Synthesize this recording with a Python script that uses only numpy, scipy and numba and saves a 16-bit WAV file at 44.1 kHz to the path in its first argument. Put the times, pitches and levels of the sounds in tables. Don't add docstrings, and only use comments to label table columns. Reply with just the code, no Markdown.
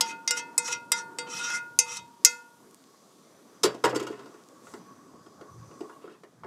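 import sys
import numpy as np
from scipy import signal
from scipy.fft import rfft, irfft, next_fast_len
from scipy.io import wavfile
from scipy.ndimage import uniform_filter1d
from numba import njit

SR = 44100
rng = np.random.default_rng(int(sys.argv[2]) if len(sys.argv) > 2 else 0)


def how_loud(loudness_db):
    steps = np.asarray(loudness_db, float) / 20
    return 10 ** steps


def transcribe(u):
    v = np.clip(np.atleast_2d(u).T, -1, 1)
    q = np.round(v * 32767).astype(np.int16)
    wavfile.write(sys.argv[1], SR, q)


N = 285182
TIME = np.arange(N) / SR

# (frequency [Hz], density [dB/Hz])
TOWN_SPECTRUM = [(24, -83), (40, -53.5), (106, -15), (177, -2.5), (288, 0), (807, -12), (1030, -13),
                 (1100, -11), (1210, -11.5), (2600, -29.5), (3380, -47.5), (5720, -120)]
# (time [s], level [dB])
TOWN_LEVEL = [(0, -46.5), (.15, -54.5), (1.5, -54.5), (2.1, -57), (3.5, -56.5), (4.45, -57), (5.95, -53.5),
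              (6.07, -53), (6.17, -59.5), (6.47, -61.5)]
# (frequency [Hz], density [dB/Hz])
WIND_SPECTRUM = [(40, -27.5), (60, -17.5), (100, -2.5), (160, -3), (260, -24.5)]
# (time [s], level [dB])
GUST_PEAKS = [(0.0, -75), (.5, -59.5), (0.759, -60), (1.05, -64.5), (1.5, -57), (1.749, -59), (2.021, -62),
              (2.6, -72), (3.369, -72), (4.75, -62.5), (4.9, -61.5), (5.21, -58), (5.38, -55), (5.599, -52),
              (5.75, -60), (6.07, -71.5), (6.47, -54.5)]
# (frequency [Hz], density [dB/Hz])
HISS_SPECTRUM = [(1060, -31), (1800, -2.5), (2610, -1.5), (3410, 3.5), (3990, 2.5), (7100, 3.5),
                 (15000, -5), (16000, -12.5), (16500, -43)]
# (time [s], level [dB])
HISS_LEVEL = [
    (4.75, -67.5),
    (5.13, -72),
    (5.9, -67.5),
    (6.1, -73),
]
# (frequency [Hz], width [Hz], level [dB])
BURNER_JETS = [(3470, 90, -19), (4500, 76, -16.5), (4990, 160, -9), (6000, 210, -5.5), (6787, 350, -11),
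               (8006, 210, -13.5)]
# (time [s], whistle level [dB], jets re hiss [dB])
BURNER_LEVEL = [(2.6, -78.5, -8.5), (2.75, -71, -5), (3.45, -78, -2.5), (4.4, -63.5, -5),
                (4.65, -61.5, -10), (5.13, -61.5, 4.5), (5.79, -62.5, -0.5), (5.96, -57, -3),
                (6.22, -85.5, -12), (6.47, -83, -5)]
# (time [s], level [dB])
WIPE_LEVEL = [
    (4.6, -85.5),
    (4.64, -63),
    (4.7, -58.5),
    (4.75, -61),
    (4.8, -68),
]

# (time [s], peak [dB], centre [Hz])
CLICKS = [(2.7107, -50, 9000), (2.7334, -68, 3500), (2.7455, -41, 8520), (2.8404, -49, 4450),
          (4.4379, -52, 5380), (4.4877, -46, 6950)]

# (frequency [Hz], share of its band [dB], t60 [s])
GRATE_MODES = [(126.9, -14.5, 0.83), (305, -4, 0.088), (326.3, -7, 0.15), (406.6, -6, 0.2),
               (429.5, -4.5, 0.2), (365.6, -6, 0.15), (534, -8.5, 0.086), (539, -11.5, 0.18),
               (711, -8.5, 0.12), (947, -6.5, 0.17), (1019, -3, 0.074), (1066, -6, 0.086),
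               (1283, -8, 0.055), (1320, -1.5, 0.049), (1422, -3, 0.083), (870, -12, 0.086),
               (2114, -8, 0.15), (2374, -6, 0.15), (2626, -6, 0.25), (2856, 0, 0.19), (3260, -6, 0.14),
               (3730, -17.5, 0.3), (4380, -8.5, 0.11), (4650, -13.5, 0.61), (5260, -3.5, 0.054),
               (5800, -0.5, 0.067), (6950, -10, 0.096), (7640, -9, 0.1), (7950, -19.5, 0.26),
               (8650, -15.5, 0.069)]
GRATE_BAND_HZ = [170, 420, 1100, 2800, 6500]
# (time [s], thud [dB], bar clank re thud [dB], sharp edge re thud [dB])
LANDING_BLOWS = [(3.633, -19.5, -2.5, 12.5), (3.639, -13, -7.5, -15), (3.65, -15.5, -15, -2.5),
                 (3.744, -28.5, -12, -13.5), (3.839, -11.5, -2.5, -7), (3.848, -13.5, -5.5, -7),
                 (3.894, -26, -24, -6.5), (3.926, -21, -7.5, -37), (3.932, -25.5, -15, -33),
                 (3.947, -39, 9.5, 7.5), (3.957, -21, -7, -1), (3.996, -42.5, 9, 12.5),
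                 (4.008, -26, -11, -22), (4.026, -27.5, -21, -8), (4.044, -33, -7.5, -25),
                 (4.067, -31, -3, -2.5), (4.1, -27, -29, -31), (4.126, -53, 16.5, -4),
                 (4.191, -37.5, -1.5, -12), (4.256, -37.5, -5, -13), (4.339, -43, -5.5, -10.5)]
# (time [s], thud [dB], bar clank re thud [dB], sharp edge re thud [dB])
NUDGE_BLOWS = [(4.668, -46.5, 7, -19), (4.737, -29.5, -10.5, -12), (5.135, -46, -13.5, -25),
               (5.262, -41.5, -8, -16), (5.41, -33.5, -11, -18), (5.711, -44.5, -5.5, -22),
               (5.806, -28, -13.5, -17.5), (5.83, -38, -24, -36.5), (5.895, -37.5, -5.5, -24),
               (6.04, -37, -8, -31.5), (6.076, -36, -4, -30), (6.152, -49, -4, -23),
               (6.234, -43.5, -0.5, -9), (6.434, -41, 4, -19.5), (6.443, -32.5, -4, -26)]
# (start [s], length [s], level [dB], tilt [dB/octave], fade [dB/s])
RATTLES = [
    (3.658, 0.17, -22, -1.5, 188),
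    (3.858, 0.081, -30, 1, 148),
    (3.952, 0.52, -33.5, -1.5, 40.5),
    (6.02, 0.14, -44, -3, 25),
]
# (time [s], level [dB])
WALL_CHIMES = [(3.846, -30), (3.948, -53), (3.997, -43), (4.068, -46), (4.127, -51), (5.712, -63),
               (5.926, -61), (6.13, -70), (6.24, -65)]

LOW_MODE_HZ = [487, 912.7, 946.3, 1414, 1791, 2083, 1570, 1930]
# (share of its band [dB], t60 [s])
LOW_MODES = [(0, 0.55), (0.5, 1), (0.5, 1), (-3.5, 0.5), (-17, 0.45), (5, 0.21), (-16.5, .15), (-13, 0.16)]
# (frequency [Hz], share of its band [dB], t60 [s])
SKILLET_MODES = [(2443, -15, 0.17), (3550, -8, 0.026), (3903, -12.5, 0.087), (5120, -7.5, 0.074)]
# (frequency [Hz], share of its band [dB], t60 [s])
SPOON_MODES = [(5474, -1, 0.049), (6220, -2, 0.011), (7113, -4, 0.018), (7857, -3, .025), (8670, -3.5, .03),
               (6454, -12.5, .09), (9660, -14, 0.053), (10480, -6.5, .045), (9370, -16.5, 0.043),
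               (11260, -12, .048), (13800, -15.5, 0.037), (14600, -22, 0.034)]
TAP_BAND_HZ = [913, 947, 488, 1424, 2085, 6300, 2900, 4700, 8300, 11500]
WALL_MODE_HZ = [2535, 2589, 2853, 3305, 3722]
RIM_MODE_HZ = [4375, 4683, 4884, 5094, 5727]
BOWL_MODE_HZ = [6100, 6525, 6729, 7183, 7640]
SHANK_MODE_HZ = [5525, 6190, 8000, 8667, 1430]
# (t60 [s], response to sliding [dB])
CLEAR_MODES = [(.25, -35.5), (0.32, -37.5), (0.16, -47), (.25, -51.5), (0.21, -42.5), (0.22, -40.5),
               (0.2, -41.5), (0.11, -42), (0.13, -41.5), (0.081, -25), (.09, -36.5), (.11, -35),
               (0.063, -41), (.11, -44.5), (0.099, -40), (0.131, -35.5), (0.092, -31.5), (0.048, -35),
               (0.094, -35.5), (.6, -35)]

# (time [s], blow [dB], brightness [dB], wall modes re blow [dB], lean to the upper wall mode [dB])
TAP_BLOWS = [(0.0084, -11.5, -2.5, -11, 1), (0.2763, -19.5, -6.5, -17, 7), (0.3079, -13, -7.5, -13, 3),
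             (0.3718, -40, -8, -24.5, -12), (0.5789, -14, 4, -23, 7), (0.685, -42, -6, -5, 3),
             (0.9186, -17.5, 4, -6, 3.5), (1.1859, -29, -0.5, -3, -2), (1.503, -41.5, -4, 3, 8),
             (1.7889, -4.5, 2, -17.5, -1.5), (1.9697, -37.5, 6, 1, 3.5), (2.248, -1, 2.5, -14, 0)]
# (rim pair [dB], bearing [deg], floor pair [dB], reach from centre [deg], lowest mode [dB])
TAP_SPOTS = [(-30, 3.45, -32, 26, -39.5), (-42, 170, -30.5, 120, -50), (-41, 6, -32.5, 54, -35.5),
             (-45, 31, -40.5, 66, -45.5), (-37, 35, -33, 33, -37.5), (-39, 60, -36, 34, -40.5),
             (-34.5, 43, -26, 35, -40.5), (-42.5, 8, -36, 39, -37), (-41, 49, -36, 9.7, -67),
             (-39.5, 24, -33.5, 63, -41), (-46.5, 60, -50, 30, -70), (-41, 63, -26.5, 60, -40.5)]
# (highest band re rule [dB], old ring left by the landing spoon [dB])
TAP_TOUCH = [(2.5, -9), (-4, -10), (1.5, -14), (0, -5), (-9, -16), (-2, -10), (-1, -8), (-11, 0.5),
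             (-4, -1), (-4, -9), (-14, -3), (0.5, -18)]
TAP_WALL = [(-22, -32, -16, -19, -27), (-14, -21.5, -11, -11.5, -8), (-18, -28, -4, -39.0, -15),
            (-7, -6, -7.0, -6, -7), (-13.5, -20.5, -38, -27, -19), (-4.0, -11, -24.0, -19.0, -17),
            (-33, -33.5, -29, -14, -6), (-10, -10, -6, -6, -1), (0.5, 17.5, 3, 10, -1),
            (-22, -20.5, -27, -29, -24), (-11, -8.5, -23, -33, -2), (-22, -20, -32, -23.5, -21)]
TAP_RIM = [(-26, -14.5, -8.5, -10, -8.5), (-29.0, -4, -5, -21.0, 3), (-19, -25, -7, -14, -9),
           (-17.0, -40, -10.0, -8.0, -1.0), (-21, -30, -28.5, -23, -18), (-12.0, -24.0, -6.0, -3.0, 2),
           (-21.5, -17, 4, -11, 7), (-6, 4.5, -8.5, -21.0, 1), (-2, 0, -11.0, -22.0, 17),
           (-29, -20, -32.5, -12.5, -11), (-19, -2.5, -10, -19.5, 5), (-23.5, -21.5, -18, -19, -2)]
TAP_BOWL = [(-19.5, -20, -22, -22, -21), (-22, -18, -16, -30.0, -29.0), (-27.0, -22, -26, -5, -5),
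            (-4, -1, -16.0, -4.0, -10.0), (-5, -10, -22.0, -8, -15), (2.5, -10.0, 20, -7.0, -7),
            (-24.0, -12, -14.5, 5, -11), (-5.0, -1, 0, 2, -1), (-4, 0, 1.0, -6.0, -9.0),
            (-0.5, -7.5, -4, -11, -7), (6, 7, -12.0, -6, -16.0), (-3.5, -4.5, -11.5, -22.5, -27.5)]
# (each shank mode, then the floor twin, re blow [dB])
TAP_SHANK = [(-3, -15, 0.5, -28, -25), (-1, -26, -8, -4, -18), (-3.5, -21, -2, -19, -7),
             (0, -5, -9, -16, -20), (-31.5, -18, 11, -2, -22), (-14, -8, 0, -12, -14),
             (-8, -6.5, 11.5, -17, -8.5), (-7, -15, 10.5, 3, -5), (-8, 0, -5, 0.5, 22),
             (-8.5, -16.5, -13, -7, -29.5), (1, 4, -11, -25, -21), (-12.5, -0.5, -10, -17.5, -24)]
# (level re blow [dB], centre [Hz])
TAP_CRACKS = [(-14.5, 6330), (-13, 7200), (-7, 6500), (-20, 6500), (-3.5, 6700), (-20, 6500), (-8, 7500),
              (-14, 7500), (-10, 6500), (-10, 6300), (-20, 6500), (-13.5, 6400)]

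# (start [s], end [s], pressure [dB], change along the stroke [dB], body [dB])
STROKES = [(0.045, 0.139, -41.5, -2.5, -39.5), (0.319, 0.413, -39.5, 13.5, -43.5),
           (0.627, 0.704, -36.5, 5.5, -46.5), (0.682, 0.776, -44, -17, -44.5),
           (0.931, 1.027, -40.5, -2.5, -42.5), (1.273, 1.436, -43, 4, -43), (1.396, 1.505, -38.5, 0, -38.5),
           (1.473, 1.604, -41.5, -2.5, -44.5), (1.864, 2.004, -42.5, 0, -46)]
# (lower rim [dB], upper rim [dB], floor [dB], inner floor [dB], wall modes [dB])
STROKE_PATHS = [(-6, -3, 3, -2.5, -0.5), (-4, -4, -2, 2, 3.5), (-16, 6, 1.5, -4, 0.5),
                (-2.5, 3, -4.5, 3, 5), (-6, -1.5, 5, 0, -3.5), (-2.5, 4.5, -2.5, -1.5, 1),
                (-8, -4, 0, -4, 4.5), (-6.5, -4.5, 2.5, 5, -6), (-1.5, -3.5, -0.5, 1, 6)]
# (centre at start [Hz], centre at end [Hz], level [dB])
STROKE_HOLLOWS = [(1120, 1300, -64.5), (1350, 1400, -58), (1366, 1700, -52), (886, 1100, -55),
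                  (1350, 1200, -59), (1250, 1450, -53.5), (1460, 1200, -51), (1300, 720, -56.5),
                  (1200, 1300, -52)]
# (time [s], length [s], treble [dB], rim squeal [dB], body [dB])
EDGE_CATCHES = [(0.076, 0.016, -1, 2, -5.5), (0.373, 0.026, 4, 2, 5), (0.641, 0.023, 6.5, 7.5, 3),
                (0.668, .008, 2.5, 6, 3), (0.679, 0.01, 5.5, 7, 7.5), (0.717, 0.011, 4, 0.5, 5.5),
                (0.727, 0.026, 6.5, 13.5, 6), (1.259, 0.022, -4, 0, 5), (1.294, 0.017, 3.5, 6, -1),
                (1.334, 0.039, 1.5, 4.5, 1), (1.377, 0.017, 1, -10, 0.5), (1.427, 0.02, 2.5, 6, 1),
                (1.505, 0.039, -1.5, 2, 5.5), (1.544, 0.04, 2.5, -2, 3), (1.888, 0.025, 1, 3, 3),
                (1.914, 0.015, 1.5, -1.5, 1.5), (1.963, 0.018, 4.5, 3.5, -2)]

BODY_FOLLOWS = 0.4


def unit(x):
    return x / np.sqrt(np.mean(x ** 2))


def curve(rows):
    s, *columns = np.transpose(rows)
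    return np.array([np.interp(TIME, s, c) for c in columns])


def contact(rows):
    since_start = TIME - rows[0][0] + 0.013
    until_end = rows[-1][0] - TIME
    return np.clip(np.minimum(since_start, until_end) / 0.01, 0, 1)


def walk(rate_hz):
    hold = int(SR / rate_hz)
    steps = np.repeat(rng.standard_normal(N // hold + 1), hold)
    return unit(uniform_filter1d(uniform_filter1d(steps, hold), hold)[:N])


def resonate(x, hz, t60_s):
    pole = np.exp(2j * np.pi * hz / SR - np.log(1000) / (t60_s * SR))
    return signal.lfilter([0, pole.imag], [1, -2 * pole.real, abs(pole) ** 2], x)


def narrow_noise(hz, width_hz):
    return unit(resonate(rng.standard_normal(N), hz, 2.2 / width_hz))


def coloured(points, flicker_db, rate_hz):
    hz, db = np.transpose(points)
    size = next_fast_len(N, real=True)
    bins = np.maximum(np.arange(size // 2 + 1) * SR / size, 1)
    gain_db = np.interp(np.log(bins), np.log(hz), db, left=-80, right=-80)
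    shaped = rfft(rng.standard_normal(size)) * how_loud(gain_db)
    out = 0
    for centre in np.arange(np.log2(hz[0]), np.log2(hz[-1]) + 0.5, 0.5):
        share = np.clip(1 - 2 * abs(np.log2(bins) - centre), 0, 1)
        out = out + irfft(shaped * share, size)[:N] * how_loud(flicker_db * walk(rate_hz))
    return unit(out)


@njit
def bank(force, place, gain, pole, grip):
    out = np.zeros(force.shape[1])
    for m in range(len(pole)):
        k = min(int(place[m]), force.shape[0] - 2)
        w, z = place[m] - k, 0j
        for i in range(len(out)):
            push = (1 - w) * force[k, i] + w * force[k + 1, i]
            z = z * pole[m] * grip[i] + push + 1e-18
            out[i] += gain[m] * z.imag
    return out


def ring(force, bands_hz, modes, grip):
    hz, db, t60_s = np.transpose(sorted(modes))
    order = np.argsort(bands_hz)
    place = np.interp(np.log(hz), np.log(np.take(bands_hz, order)), np.arange(len(order)))
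    pole = np.exp(2j * np.pi * hz / SR - np.log(1000) / (t60_s * SR))
    sign = rng.choice([-1., 1.], len(hz))
    return bank(np.ascontiguousarray(force[order]), place, how_loud(db) * sign, pole, grip)


def crowd(lo_hz, hi_hz, db, tilt_db, t60_1k_s, slope, uneven_db, count):
    chance = rng.random((count, 3))
    hz = lo_hz * (hi_hz / lo_hz) ** ((np.arange(count) + chance[:, 0]) / count)
    level_db = db + tilt_db * np.log2(hz / lo_hz) ** 2
    level_db = level_db + uneven_db * (chance[:, 2] - 0.5)
    t60_s = t60_1k_s * (1000 / hz) ** slope * (0.5 + chance[:, 1])
    return list(zip(hz, level_db, t60_s))


def damped(modes, above_hz, share):
    return [(hz, db, t60_s * (share if hz > above_hz else 1)) for hz, db, t60_s in modes]


def blows(rows, contact_s, rise, spike, count):
    force = np.zeros((count, N + 2048))
    rough = rng.standard_normal((len(rows), 2048))
    for row, noise, tau_s in zip(rows, rough, contact_s):
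        t = (np.arange(2048) + 1) / (max(tau_s, 1e-4) * SR)
        push = noise * np.exp(-t) * np.minimum(t / rise, 1)
        push = np.sqrt(1 - spike)[:, None] * push / np.sqrt(np.sum(push ** 2))
        push[:, 0] += np.sqrt(spike)
        i = int(row[0] * SR)
        force[:, i:i + 2048] += how_loud(np.array(row[1:count + 1]))[:, None] * push
    return force[:, :N]


def grit(patchy_db, grain_db, count):
    grains = rng.standard_normal(N) * how_loud(grain_db * rng.exponential(size=N))
    grains = grains * how_loud(1.5 * walk(120))
    return unit(grains) * how_loud([patchy_db * walk(30) for _ in range(count)])


def town():
    return how_loud(curve(TOWN_LEVEL)[0] + 1.903 * walk(5.1)) * coloured(TOWN_SPECTRUM, 2.6, 24)


def wind():
    calm_db, slope_db_per_s = -85, 90
    peaks_db = [db - slope_db_per_s * abs(TIME - s) for s, db in GUST_PEAKS]
    level_db = np.max(peaks_db, axis=0).clip(calm_db)
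    return how_loud(level_db - 2.5 + 4.6 * walk(6.3)) * coloured(WIND_SPECTRUM, 2.1, 10)


def burner():
    whistle_db, jets_db = curve(BURNER_LEVEL)
    jets = sum(how_loud(db + jets_db + 3.3 * walk(6.3)) * narrow_noise(hz, width_hz)
               for hz, width_hz, db in BURNER_JETS)
    hiss = how_loud(curve(HISS_LEVEL)[0] + 2) * (coloured(HISS_SPECTRUM, 1.1, 6.6) + jets)
    flutter_db = 2.5 * walk(25)
    return hiss + how_loud(whistle_db + 3 + flutter_db) * narrow_noise(1112, 37)


def wipe():
    return how_loud(curve(WIPE_LEVEL)[0]) * contact(WIPE_LEVEL) * narrow_noise(7400, 2150)


def porch(x):
    t60_s, delay_s, level_db = 0.29, 0.003, -24
    t = TIME[:int(0.4 * SR)]
    tail = rng.standard_normal(len(t)) * how_loud(-60 * t / t60_s) * (t > delay_s)
    tail = signal.lfilter([1], [1, -0.3], tail)
    tail = tail / np.sqrt(np.sum(tail ** 2))
    return x + how_loud(level_db) * signal.fftconvolve(x, tail)[:N]


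def ticks():
    out = np.zeros(N)
    t = TIME[:300]
    for s, db, hz in CLICKS:
        i = int(s * SR)
        out[i:i + 300] += how_loud(db + 12) * np.sin(2 * np.pi * hz * t) * np.exp(-t / 0.00012)
    return out


def knocks(rows, frame_db):
    middle_db = -9
    s, thud, clank, edge = np.transpose(rows)
    middle = thud + (clank + edge) / 2 + middle_db
    return np.transpose([s, thud + frame_db, thud, thud + clank, middle, thud + edge])


def buzz(start_s, length_s, db, tilt_db, fade_db):
    extra_fade = 0.11
    octave = np.log2(np.divide(GRATE_BAND_HZ, 420))
    first = db + tilt_db * octave.clip(0) + 8 * octave.clip(None, 0)
    last = first - fade_db * length_s * (1 + extra_fade * octave)
    return [(start_s, *first), (start_s + length_s, *last)]


def grate():
    start = int(3.6 * SR)
    rows = np.vstack([knocks(LANDING_BLOWS, -12.5), knocks(NUDGE_BLOWS, -18)])
    contact_s = np.repeat([0.0063, 0.0027], [len(LANDING_BLOWS), len(NUDGE_BLOWS)])
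    spike = np.array([0.26, 0.18, 0.071, 0.031, 0.08])
    force = how_loud(-6.5) * blows(rows, contact_s, 0.27, spike, count=5)
    rattles = [buzz(*row) for row in RATTLES]
    rattle_gain = sum(contact(r) * how_loud(curve(r) - 40.5) for r in rattles)
    force = force + grit(patchy_db=3.2, grain_db=2.5, count=5) * rattle_gain
    modes = damped(GRATE_MODES, 1900, 0.32)
    modes += crowd(170.4, 1800, -18, 0.23, 0.18, 0.06, 1.6, count=80)
    modes += crowd(1800, 15500, -15.5, -1.3, 0.19, 0.58, 1.48, count=160)
    sound = ring(force[:, start:], GRATE_BAND_HZ, modes, np.ones(N - start))
    sound = signal.sosfilt(signal.butter(4, 75, "high", fs=SR, output="sos"), sound)
    return np.pad(sound, (start, 0))


def chimes():
    s, db = np.transpose(WALL_CHIMES)
    force = np.zeros(N)
    force[(s * SR).astype(int)] = how_loud(db)
    return resonate(uniform_filter1d(force, size=3), hz=2855, t60_s=0.097)


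def cracks():
    decay_s, rise_s, width_hz = 0.0026, 0.00033, 1800
    out, t = np.zeros(N), TIME[:2048]
    envelope = np.exp(-t / decay_s) * np.minimum(t / rise_s, 1)
    for (s, blow_db, *_), (db, hz) in zip(TAP_BLOWS, TAP_CRACKS):
        i = int(s * SR)
        out[i:i + 2048] += how_loud(blow_db + db - 8.5) * narrow_noise(hz, width_hz)[-2048:] * envelope
    return signal.sosfilt(signal.butter(3, 3000, "high", fs=SR, output="sos"), out)


def strokes():
    bite_s, bite_db, lift_s, lift_db = 0.047, -12, 0.045, -20
    for (start, end, db, change_db, body_db), path in zip(STROKES, STROKE_PATHS):
        half_db = change_db / 2
        times = [start, start + bite_s, end - lift_s, end]
        shape = [bite_db - half_db, -half_db, half_db, lift_db + half_db]
        yield [(s, db + d, *(body_db + BODY_FOLLOWS * d + np.array(path))) for s, d in zip(times, shape)]


def hollow():
    width = int(SR / 330)
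    out = 0
    for rows, (_, _, mean_db, *_), (first_hz, last_hz, db) in zip(strokes(), STROKES, STROKE_HOLLOWS):
        hz = np.interp(TIME, [rows[0][0], rows[-1][0]], [first_hz, last_hz])
        band = uniform_filter1d(uniform_filter1d(rng.standard_normal(N), width), width)
        rub = unit(band * np.sin(2 * np.pi * np.cumsum(hz) / SR))
        shape_db = BODY_FOLLOWS * (curve(rows)[0] - mean_db)
        out = out + how_loud(db + shape_db) * contact(rows) * rub
    return out


def catches():
    edge_s = 0.0077
    s, length_s, *db = np.transpose(EDGE_CATCHES)
    since = TIME - s[:, None]
    inside = np.minimum(since, length_s[:, None] - since)
    return np.array(db) @ np.clip(inside / edge_s + 0.5, 0, 1)


def friction():
    band_db = [-38, -41.5, -42, -28, -35.5, -23.5, -27, -29, -24, -34]
    gather_db = np.array([*band_db, *np.transpose(CLEAR_MODES)[1]])[:, None]
    follow = [1, 2, 2, 3, 4, 0, 5, 0, 0, 0] + [5] * 5 + [0] * 14 + [3]
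    pressure = sum(contact(rows) * how_loud(curve(rows)) for rows in strokes())
    treble_db, squeal_db, body_db = catches()
    caught_db = np.where(np.equal(follow, 0)[:, None], treble_db, body_db)
    caught_db[19] += squeal_db
    rough = grit(patchy_db=2.8, grain_db=2.4, count=30)
    return rough * pressure[follow] * how_loud(gather_db + caught_db)


def mode_pair(db, deg):
    angle = np.radians(deg)
    return [db + 20 * np.log10(abs(f(angle)) + 1e-3) for f in (np.cos, np.sin)]


def tap_rows():
    shine_db, top_db, top_per_db = -3, -7.5, -0.4
    s, blow, bright, wall, lean = np.transpose(TAP_BLOWS)
    rim, bearing, floor, reach, lowest = np.transpose(TAP_SPOTS)
    top = blow + bright + top_db + top_per_db * blow + np.transpose(TAP_TOUCH)[0]
    clear = blow - 9 + np.hstack([TAP_WALL, TAP_RIM, TAP_BOWL, TAP_SHANK]).T
    return np.transpose([s, *mode_pair(rim, bearing), lowest, *mode_pair(floor, reach), blow,
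                         blow + wall - lean, blow + wall + lean, blow + bright + shine_db, top, *clear])


def skillet():
    held = int(3.2 * SR)
    rows = tap_rows()
    spike = np.repeat([0.97, 0.45, 0.9], [5, 5, 20])
    force = how_loud(-0.5) * blows(rows, np.full(len(rows), 0.0007), 0.11, spike, count=30) + friction()
    grip = how_loud(-30 * sum(contact(r) for r in strokes()) / SR)
    grip[(rows[:, 0] * SR).astype(int)] = how_loud(np.transpose(TAP_TOUCH)[1])
    grip = np.minimum(grip[:held], 1)
    modes = [(hz, *row) for hz, row in zip(LOW_MODE_HZ, LOW_MODES)]
    modes += SKILLET_MODES + damped(SPOON_MODES, 5000, 0.6)
    modes += crowd(700, 4800, -12.5, 0.28, 0.0692, 0.24, 9.5, count=30)
    modes += crowd(4800, 15500, -19, -2.2, 0.32, 0.92, 4.7, count=120)
    sound = ring(force[:10, :held], TAP_BAND_HZ, modes, grip)
    clear_hz = WALL_MODE_HZ + RIM_MODE_HZ + BOWL_MODE_HZ + SHANK_MODE_HZ
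    clear = [(hz, 0, t60_s) for hz, (t60_s, _) in zip(clear_hz, CLEAR_MODES)]
    sound += ring(force[10:, :held], clear_hz, clear, grip)
    sound = signal.sosfilt(signal.butter(3, 400, "high", fs=SR, output="sos"), sound)
    return np.pad(sound, (0, N - held))


def scene():
    background = town() + wind() + burner() + wipe()
    iron = porch(ticks() + grate() + chimes() + skillet())
    return (background + iron + cracks() + hollow())[None]


def band_limit(x):
    return signal.sosfilt(signal.butter(12, 16690, fs=SR, output="sos"), x)


def record(dry):
    thin = signal.sosfilt(signal.butter(2, 90, "high", fs=SR, output="sos"), dry)
    thin = signal.sosfilt(signal.butter(2, 14000, fs=SR, output="sos"), thin)
    rounded = 0.95 * np.tanh(thin / 0.95)
    mix = signal.sosfilt(signal.butter(12, 15900, fs=SR, output="sos"), rounded)
    return band_limit(mix)


dry = scene()
out = record(dry)
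transcribe(out)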